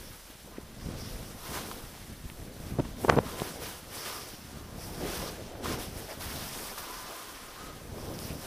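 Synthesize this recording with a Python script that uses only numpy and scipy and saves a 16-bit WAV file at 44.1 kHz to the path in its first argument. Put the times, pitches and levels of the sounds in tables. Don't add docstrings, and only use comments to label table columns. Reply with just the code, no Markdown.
import sys
import numpy as np
from scipy import signal
from scipy.fft import rfft, irfft, next_fast_len
from scipy.io import wavfile
from scipy.ndimage import uniform_filter1d

SR = 44100
rng = np.random.default_rng(int(sys.argv[2]) if len(sys.argv) > 2 else 0)


def master(y):
    cut = np.clip(np.atleast_2d(y).T, -1, 1)
    pcm = np.round(cut * 32767)
    wavfile.write(sys.argv[1], SR, pcm.astype(np.int16))


def volts_from_db(level):
    exponent = np.asarray(level, float) / 20
    return 10 ** exponent


N = 373438
TIME = np.arange(N) / SR
SIZE = next_fast_len(N)
HZ = np.maximum(np.arange(SIZE // 2 + 1) * SR / SIZE, 1)

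# (start [s], hold [s], load [dB], fade [dB/s],
# dry powder [dB])
EDGE_LOADS = [(0.0, .03, -54.5, 29, 2), (.82, 0.18, -54, 32, -7), (.985, 0.046, -52.5, 10, 0.5),
              (1.455, 0.036, -47.5, 30, -1), (1.545, 0.027, -42.5, 151, -4.5), (1.66, 0.15, -56, 39, 2.5),
              (2.26, 0.15, -62, 85, 2), (2.6, 0.13, -59, 90, 2), (2.78, 0.13, -57.5, 100, -7),
              (3.02, .01, -50, 38, 1), (3.27, 0.054, -47, 118, -3.5), (3.39, .1, -46.5, 92, -1.5),
              (3.635, .03, -44, 69, -2), (3.945, 0.062, -45.5, 31, 0), (4.06, 0.026, -43.5, 60, -3.5),
              (4.55, 0.046, -59.5, 199, -4), (4.81, 0.047, -51.5, 37, 1), (5.055, 0.23, -45, 162, -6),
              (5.15, 0.022, -48.5, 73, 9), (5.34, 0.12, -54, 64, -9), (5.98, 0.0081, -49, 113, 0.5),
              (6.095, 0.023, -48, 108, -2.5),
              (5.007, 0.12, -50, 100, 0),
    (1.72, 0.035, -59, 200, 0),
    (6.89, 0.25, -48, 16, -2.5),
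    (7.56, 0.13, -53, 121, -9.5),
    (8.0, 0.16, -55, 28, 0),
    (8.195, 0.068, -52.5, 53, 3.5),
    (8.438, .05, -48.5, 60, -1.5),
]
# (start [s], hold [s], load [dB], fade [dB/s], dry powder [dB])
EDGE_SLAMS = [
    (5.643, 0.09, -42, 184, -5),
    (5.797, 0.029, -46, 121, -0.5),
    (6.208, 0.46, -45.5, 43, 0),
    (6.779, 0.0096, -45, 200, -1),
    (6.83, 0.0086, -47.5, 168, -4),
]
# (frequency [Hz], density [dB per Hz])
SPRAY_SPECTRUM = [(300, -15), (700, -6.5), (1500, -6.5), (2500, -10), (3300, -9), (4600, -11.5),
                  (5280, -13), (6260, -12.5), (6930, -16.5), (9900, -17), (11000, -17), (11700, -20.5),
                  (13000, -17.5), (15400, -22)]
# (frequency [Hz], width [Hz], level [dB])
PORT_MODES = [
    (4600, 700, -6),
    (5280, 700, 0),
    (5950, 450, -3),
]
# (time [s], level [dB])
PORT_FACING = [(0, -6.5), (.98, 2.5), (1.5, -5), (2.5, -5), (3.3, -6), (4.0, 0.5), (4.85, 0.5), (5.7, 1),
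               (6.0, -2), (6.6, -3.5), (7.5, -2), (8.15, -2), (8.27, 1), (8.47, -2)]
# (frequency [Hz], width [Hz], level [dB])
HOUSING_MODES = [
    (1047, 63, 8),
    (1214, 65, 6),
    (1337, 260, -2),
]
# (time [s], shift [Hz])
MODE_SHIFT = [
    (0, 0),
    (6.5, 0),
    (6.799, -35),
    (7.0, -25),
    (7.15, -5),
    (7.4, 20),
    (7.65, 40),
    (8.0, 0),
    (8.47, 0.5),
]
# (start [s], hold [s], strength [dB], fade [dB/s], upper over lower mode [dB])
WHISTLES = [(.56, .02, -50, 150, -1), (1.43, .04, -48, 50, 0), (2.6, .15, -56, 50, 1),
            (4.97, .04, -53, 98, 6), (3.22, 0.23, -46.5, 100, -2), (4.12, 0.073, -44.5, 200, 4),
            (4.53, .1, -53, 24, 1), (6.79, 0.05, -45.5, 60, 3), (6.9, 0.21, -44, 29, 0),
            (7.2, 0.11, -48, 18, -1), (7.58, 0.1, -47.5, 120, 11), (7.98, 0.14, -50.5, 36, -3)]
# (start [s], length [s], rms level [dB], pitch [Hz])
CRUST_SCRAPES = [
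    (5.80, 0.068, -48, 3100),
    (6.08, 0.056, -51, 1900),
    (8.27, 0.066, -51, 2400),
    (6.075, 0.076, -41.5, 620),
    (7.05, 0.14, -49.5, 650),
    (.565, 0.02, -52, 1800),
    (8.4, 0.11, -49, 610),
]
# (start [s], hold [s], strength [dB], fade [dB/s], small eddies [dB])
GUSTS = [(0.0, 0.033, -55, 116, 1), (.46, 0.14, -53, 60, -3.5), (.85, 0.36, -43.5, 43.5, -6.5),
         (1.5, 0.084, -43, 25, -3), (2.07, 0.045, -45.5, 151.5, -16), (2.24, 0.019, -45.5, 117, -12),
         (2.39, 0.15, -45.5, 3, -7.5), (2.65, 0.061, -46.5, 40, -8.5), (2.77, 0.023, -36.5, 300, -10.5),
         (2.87, .15, -51.5, 20, 2), (3.205, 0.029, -38, 150, -9.5), (3.3, 0.092, -48.5, 47.5, 5),
         (3.57, 0.059, -51, 62, 5), (3.92, 0.019, -53, 297, 4), (4.13, .05, -59.5, 88, -3),
         (4.42, .03, -49, 30, -17), (4.53, 0.092, -45, 21, -14.5), (4.76, 0.65, -45, 19.5, -1.5),
         (5.65, 0.13, -39.5, 200, -0.5), (5.88, 0.16, -45, 213, -2.5), (6.2, 0.17, -41.5, 44.5, -9.5),
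         (6.71, 0.011, -50, 300, 9.5), (7.65, 0.04, -48, 6, -4), (7.95, 0.36, -41.5, 24, -5.5),
         (0.094, 0.053, -52, 200, -20), (.64, 0.11, -53.5, 40, -9), (4.27, .06, -56.5, 63, 6),
         (4.55, 0.081, -49.5, 103, 7), (4.88, .1, -53, 60, 8), (5.02, 0.051, -44.5, 60, 12),
         (3.45, 0.038, -49.5, 100, 6), (3.023, 0.021, -40, 301, -7.5), (5.14, .03, -45, 202, -12),
         (6.502, .09, -47.5, 147, -4), (7.243, 0.39, -59, 57, 3), (8.082, 0.097, -47, 91, 4)]
# (frequency [Hz], density [dB per Hz])
RUMBLE_SPECTRUM = [(40, -21), (65, 1.5), (100, -1), (160, -2.5), (240, -3.5), (400, -21)]
# (frequency [Hz], density [dB per Hz])
FLUTTER_SPECTRUM = [(180, -12), (300, 1), (480, 0), (750, -5.5), (1100, -16), (1800, -24)]
# (frequency [Hz], density [dB per Hz])
SWAY_SPECTRUM = [(16, -1.5), (28, -5.5), (42, 3), (60, -12), (90, -26)]
# (time [s], level [dB])
HEAD_EXPOSURE = [(0, 1), (.5, 0.5), (.8, 4), (1.3, 1.5), (1.45, 0.5), (1.75, 2), (2.0, -1), (2.6, 2),
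                 (3.3, -0.5), (3.7, -1.5), (3.95, -7), (4.6, -3.5), (4.85, 1.5), (5.3, -0.5), (5.95, 1.5),
                 (6.1, -3), (6.7, -0.5), (8.47, -1.5)]
# (start [s], length [s], rms level [dB], corner frequency [Hz])
PORT_SLAPS = [
    (2.783, 0.028, -36, 700),
    (2.848, 0.0144, -47, 1600),
    (3.033, 0.026, -37, 600),
    (3.078, 0.021, -32, 700),
    (3.095, 0.0079, -28, 1900),
    (3.103, 0.051, -34.5, 1090),
    (3.157, 0.04, -35, 900),
]
# (time [s], peak level
# [dB], width [ms], direction [sign])
EDDY_POPS = [(.3007, -41, .5, 1), (.3024, -41, .7, -1), (.306, -40, .4, -1), (.584, -27, .55, 1),
             (.5851, -27, .6, -1), (.587, -36, .6, 1), (.862, -27, 1.8, 1), (0.871, -28, 1.1, -1),
             (0.889, -26, 0.94, -1), (1.307, -32, 1, 1), (2.397, -33, 0.82, -1), (2.723, -22, 1.05, 1),
             (5.554, -30, 0.22, 1), (5.559, -33, .25, -1), (2.7868, -21, .4, -1), (2.7885, -20, .38, -1),
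             (2.7901, -15, .75, 1), (2.7918, -24, .5, 1), (2.7941, -18, .4, -1), (2.7954, -23, .28, -1),
             (2.7963, -20, .28, -1), (2.798, -15, .47, 1), (2.7995, -26, .5, -1), (2.8026, -14, .5, -1),
             (2.8049, -19, .65, 1), (2.848, -33, .22, -1), (2.8504, -32, .3, 1), (2.8522, -32, .3, -1),
             (3.0388, -26, .55, -1), (3.0433, -24, .45, -1), (3.0467, -23, .45, -1), (3.0482, -14, .55, 1),
             (3.0489, -12, .35, -1), (3.0505, -21, .42, 1), (3.0537, -26, .5, -1), (3.0556, -21, .52, 1),
             (3.4195, -14, .3, -1), (3.423, -28, .8, 1), (3.4247, -27, .5, -1), (3.4265, -31, .45, -1),
             (3.0827, -20, .45, -1), (3.0837, -11, .3, 1), (3.0856, -12.5, .24, 1), (3.09, -21, .5, -1),
              (3.0921, -14, .2, 1), (3.0926, -15, .16, -1), (3.0929, -16, .15, 1), (3.0934, -19, .22, -1),
              (3.0944, -9, .3, 1), (3.095, -17, .3, 1), (3.0957, -17, .15, 1), (3.0973, -17, .17, 1),
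              (3.096, -13, .15, -1), (3.0964, -11, .12, 1), (3.0979, -4.5, .3, -1), (3.0984, -13, .1, 1),
              (3.09893, -.5, .16, 1), (3.0994, -7, .22, -1), (3.1029, -17, .13, 1), (3.1066, -22, .45, 1),
              (3.1081, -23, .22, -1), (3.1089, -21, .55, 1), (3.1106, -20, .5, -1), (3.1232, -21, .5, -1),
              (3.1246, -12, .26, -1), (3.128, -21, .65, 1), (3.1376, -19, .42, -1), (3.1418, -20, .85, 1),
              (3.1442, -23, .5, -1), (3.1551, -21, .4, 1), (3.1662, -16, .55, 1), (3.1674, -21, .33, -1),
              (3.1685, -19, .2, -1), (3.1717, -17, .38, -1), (3.1732, -11, .5, 1), (3.1746, -22, .7, -1),
              (3.1764, -12, .4, -1), (3.1818, -21, .37, 1), (3.1827, -20, .37, -1), (3.1835, -21, .3, 1),
              (3.1846, -11, .4, -1), (3.1866, -14, .32, 1), (3.1879, -7, .27, 1), (3.1892, -10, .36, -1),
              (3.1899, -17, .26, 1), (3.1913, -20, .42, -1)]
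# (time [s], peak level [dB], width [ms], direction [sign])
AIR_THUDS = [(.11, -36, 2.8, 1), (.355, -40, 1, -1), (1.208, -29, 2.3, 1), (1.511, -34, 1.7, -1),
             (1.6, -39, 1.8, 1), (1.641, -35, 1.3, -1), (2.098, -33, 1.4, -1), (2.258, -28.5, 2.5, 1),
             (2.415, -38, 0.66, -1), (3.645, -37, 1.7, 1), (4.163, -41, 1.3, -1), (4.838, -37, 1.2, -1),
             (5.037, -27, 0.8, 1), (5.309, -33.5, 1.2, -1), (5.743, -25, 1.7, -1), (5.895, -38, 1.4, -1),
             (5.97, -33, 2.4, -1), (7.93, -27, 1.5, -1), (8.089, -35, 1.2, 1)]
# (time [s], peak level [dB], pitch [Hz])
POP_CRACKS = [(1.715, -30, 3500), (2.3, -30, 2100), (3.4187, -37, 1400), (3.185, -31, 3000),
              (3.4, -28, 2800), (3.094, -23, 4400), (3.0966, -22, 4900), (3.0974, -23, 4500),
              (3.0983, -18.5, 4300), (3.0988, -21, 5200), (2.8, -33, 2600), (3.1245, -34, 1900),
              (2.3, -38, 1100), (3.103, -32, 4900), (3.4, -32, 3000), (3.1585, -32, 4100),
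              (3.169, -33, 1800), (3.1878, -26.5, 2400), (3.0487, -30, 1800), (5.725, -25, 5200),
              (6.785, -26, 5000), (8.19, -25, 4800)]
# (time [s], peak level [dB])
HOUSING_TAPS = [
    (1.714, -37.5),
    (5.658, -34),
    (5.666, -39),
    (6.779, -43),
    (6.843, -46.5),
]
# (frequency [Hz], density [dB per Hz])
SELF_NOISE_SPECTRUM = [(200, -19), (2000, -9), (5000, -2), (8000, -1), (11000, -2), (15000, -7)]


def rms_one(x):
    return x / np.sqrt(np.mean(x ** 2) + 1e-20)


def at_hz(points, hz):
    table = np.array(points)
    return np.interp(np.log(hz), np.log(table[:, 0]), table[:, 1])


def over_time(points):
    return np.interp(TIME, *np.transpose(points))


def both(a_db, b_db):
    return 20 * np.log10(np.hypot(volts_from_db(a_db), volts_from_db(b_db)))


def swells(rows, rise_db_per_s):
    t = np.arange(0, N + 64, 64) / SR
    start, hold, db, fade, extra = np.transpose(rows)[:, :, None]
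    rise_db = rise_db_per_s * np.maximum(start - t, 0)
    fade_db = np.abs(fade) * np.maximum(t - start - hold, 0)
    power = volts_from_db(db - rise_db - fade_db) ** 2 + 1e-12
    total = power.sum(0)
    level_db = np.interp(TIME, t, 10 * np.log10(total))
    return level_db, np.interp(TIME, t, (power * extra).sum(0) / total)


def drift(rate):
    r = np.exp(-80 * np.pi * rate / SR)
    slow = signal.lfilter([1], [1, -2 * r, r * r], rng.standard_normal(N // 40 + 2002))[2000:]
    return np.interp(np.arange(N) / 40, np.arange(len(slow)), rms_one(slow))


def grains(per_s, spread_db):
    sizes = volts_from_db(spread_db * np.minimum(rng.exponential(1, N), 5)) * rng.choice([-1, 1], N)
    return rms_one(sizes * (rng.random(N) < per_s / SR) + 1e-18)


def coloured(x, spectrum, shared_db, own_db, rate):
    shaped = rfft(x, SIZE) * volts_from_db(at_hz(spectrum, HZ)) * (HZ > spectrum[0][0] / 2)
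    octave = np.log2(HZ)
    together = drift(rate)
    out = 0
    lowest, highest = np.floor(np.log2(spectrum[0][0])), np.log2(spectrum[-1][0])
    for centre in np.arange(lowest, highest + 1):
        window = np.cos(np.pi / 2 * np.clip(octave - centre, -1, 1)) ** 2
        flicker_db = shared_db * together + own_db * drift(rate * 2)
        out = out + irfft(shaped * window, SIZE)[:N] * volts_from_db(flicker_db)
    return rms_one(out)


def resonate(x, hz, width):
    r = np.exp(-np.pi * width / SR)
    gain = (1 - r * r) / 2
    return signal.lfilter([gain, 0, -gain], [1, -2 * r * np.cos(2 * np.pi * hz / SR), r * r], x)


def resonate_twice(x, hz, width):
    return resonate(resonate(x, hz, width), hz, width)


def spray(coarse_db, fine_db, song_db):
    shower = coloured(grains(20000, spread_db=2.5), SPRAY_SPECTRUM, shared_db=0.45, own_db=1.15, rate=8.9)
    fine = signal.sosfiltfilt(signal.butter(4, 8000, "high", fs=SR, output="sos"), shower)
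    coarse = shower - fine
    puffs = grains(15000, spread_db=3.5) * volts_from_db(2.7 * drift(16.0))
    port = 0
    for k, (hz, width, db) in enumerate(PORT_MODES):
        port = port + (-1) ** k * volts_from_db(db) * resonate_twice(puffs, hz, width * 1.5)
    port = signal.sosfilt(signal.butter(6, 6350, fs=SR, output="sos"), port)
    glide = volts_from_db(-56)
    coarse_level = np.hypot(volts_from_db(coarse_db + 0.78), glide)
    fine_level = np.hypot(volts_from_db(fine_db + 0.5), volts_from_db(-4.5) * glide)
    return coarse_level * rms_one(coarse) + fine_level * rms_one(fine) + volts_from_db(song_db - 3.0) * rms_one(port)


def housing(level_db, tilt_db):
    shake = grains(5000, spread_db=3.5) * volts_from_db(2.2 * drift(29.0))
    rings = 0
    for (hz, width, db), lean in zip(HOUSING_MODES, (-.5, .5, 0)):
        ring = resonate_twice(shake, hz, width * 1.8)
        rings = rings + volts_from_db(db + lean * tilt_db + 0.54 * drift(5.4)) * ring
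    turning = np.exp(2j * np.pi * np.cumsum(over_time(MODE_SHIFT)) / SR)
    moved = signal.hilbert(rms_one(rings), SIZE)[:N] * turning
    flicker = np.sqrt(uniform_filter1d(np.abs(moved) ** 2, size=900))
    return volts_from_db(level_db - 5.0) * rms_one(moved.real / flicker ** 0.3)


def scrapes():
    out = np.zeros(N)
    for start, length, db, hz in CRUST_SCRAPES:
        grit = rng.standard_normal(6000)
        swell = np.sin(np.pi * np.clip(np.arange(6000) / SR / length, 0, 1))
        scrape = volts_from_db(db) * swell * rms_one(resonate_twice(grit, hz, 0.51 * hz))
        at = round(start * SR)
        out[at:at + 6000] += scrape[:N - at]
    return out


def wind(rumble_db, flutter_db):
    rumble = coloured(grains(500, spread_db=3.0), RUMBLE_SPECTRUM, shared_db=0.8, own_db=0.2, rate=6.5)
    flutter = coloured(grains(1500, spread_db=1.0), FLUTTER_SPECTRUM, shared_db=0.6, own_db=2.0, rate=5.4)
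    heaves = rng.standard_normal(N) ** 3 * volts_from_db(1.2 * drift(12.0))
    sway = coloured(heaves, SWAY_SPECTRUM, shared_db=1.5, own_db=-0.5, rate=4.8)
    sway_db = -52.5 + 0.44 * (uniform_filter1d(rumble_db, size=8000) + 47.0)
    exposed_db = over_time(HEAD_EXPOSURE)
    sway = volts_from_db(exposed_db) * sway
    rumble = volts_from_db(0.4 * exposed_db) * rumble
    breeze = volts_from_db(-63.5)
    rumble_level = np.hypot(volts_from_db(rumble_db - 1.5), breeze)
    flutter_level = np.hypot(volts_from_db(flutter_db + 0.1), breeze)
    return rumble_level * rumble + flutter_level * flutter + volts_from_db(sway_db) * sway


def slaps():
    out = np.zeros(N)
    t = np.arange(4000) / SR
    soft = signal.butter(1, 3000, fs=SR, output="sos")
    for start, length, db, corner_hz in PORT_SLAPS:
        kicks = rng.standard_normal(4000) * (rng.random(4000) < 2.5 * corner_hz / SR)
        shape = np.clip(t / (0.16 * length), 0, 1) * np.clip((length - t) / 0.0025, 0, 1)
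        band = signal.butter(2, [90, corner_hz], "band", fs=SR, output="sos")
        burst = signal.sosfilt(np.vstack([band, soft]), kicks * shape)
        at = round(start * SR)
        out[at:at + 4000] += volts_from_db(db) * rms_one(burst) * np.sqrt(length * SR / 4000)
    return out


def pops():
    out = np.zeros(N)
    ms = np.arange(-600, 600) / SR * 1000
    for s, db, width, direction in EDDY_POPS + AIR_THUDS:
        u = ms / width
        swing = 0.5 + 0.65 * np.exp(db / 6)
        push_pull = np.cos(1.33 * swing * u + 0.18)
        point = np.exp(1 - np.sqrt(1 + 2.0 * u * u))
        at = round(s * SR)
        out[at - 600:at + 600] += np.sign(direction) * volts_from_db(db) * push_pull * point
    return signal.sosfilt(signal.butter(1, 40, "high", fs=SR, output="sos"), out)


def cracks():
    out = np.zeros(N)
    click = np.eye(1, 200)[0]
    for s, db, hz in POP_CRACKS:
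        snap = resonate_twice(click, hz, 1.2 * hz)
        snap = signal.sosfilt(signal.butter(2, 1.3 * hz, fs=SR, output="sos"), snap)
        at = round(s * SR)
        out[at:at + 200] += volts_from_db(db) * snap / np.abs(snap).max()
    return out


def taps():
    clicks = np.zeros(N) + 1e-18
    for s, db in HOUSING_TAPS:
        clicks[round(s * SR)] = volts_from_db(db)
    rings = sum(volts_from_db(db) * resonate(clicks, hz, 69) for hz, _, db in HOUSING_MODES)
    return 60 * rings + 4.0 * resonate(clicks, 3900, 900)


def whine():
    level = volts_from_db(-72 + 1.1 * drift(4.0))
    pitch_hz = 11089 + 4.3 * drift(3.6)
    return level * np.sin(2 * np.pi * np.cumsum(pitch_hz) / SR)


def self_noise():
    white = rfft(rng.standard_normal((2, SIZE)))
    return volts_from_db(-64.5) * rms_one(irfft(white * volts_from_db(at_hz(SELF_NOISE_SPECTRUM, HZ)), SIZE)[:, :N])


def scene():
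    gentle = EDGE_LOADS
    rise_db_per_s = np.repeat([226, 800], [len(gentle), len(EDGE_SLAMS)])[:, None]
    load_db, powder_db = swells(gentle + EDGE_SLAMS, rise_db_per_s)
    gust_db, eddies_db = swells(GUSTS, 139)
    whistle_db, tilt_db = swells(WHISTLES, 200)
    ski_ring_db = -45 - 1.0 + 2 * (load_db + 45) - 0.71 * (powder_db + 6.5)
    ring_db = both(whistle_db, ski_ring_db)
    flutter_db = both(gust_db + eddies_db, load_db - 6.5)
    fine_db = load_db + powder_db
    snow = spray(load_db, fine_db, fine_db + over_time(PORT_FACING)) + housing(ring_db, tilt_db) + scrapes()
    air = wind(gust_db, flutter_db) + slaps() + pops() + cracks() + taps()
    mono = snow + air + whine()
    return np.array([mono, mono])


def band_limit(x):
    return signal.sosfilt(signal.butter(12, 15770, fs=SR, output="sos"), x)


def record(dry):
    loudness = np.sqrt(uniform_filter1d(dry[0] ** 2, size=200) + 1e-12)
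    noise = rng.standard_normal(N) * np.array([[1], [-1]])
    error = signal.sosfilt(signal.butter(1, 1800, fs=SR, output="sos"), noise)
    rounded = 1.348 * np.tanh(dry / 1.269)
    wet = rounded + self_noise() + volts_from_db(-7.5) * loudness ** 1.41 * error
    wet = signal.sosfilt(signal.ellip(14, .5, 70, 15290, fs=SR, output="sos"), wet)
    return band_limit(wet)


dry = scene()
out = record(dry)
master(out)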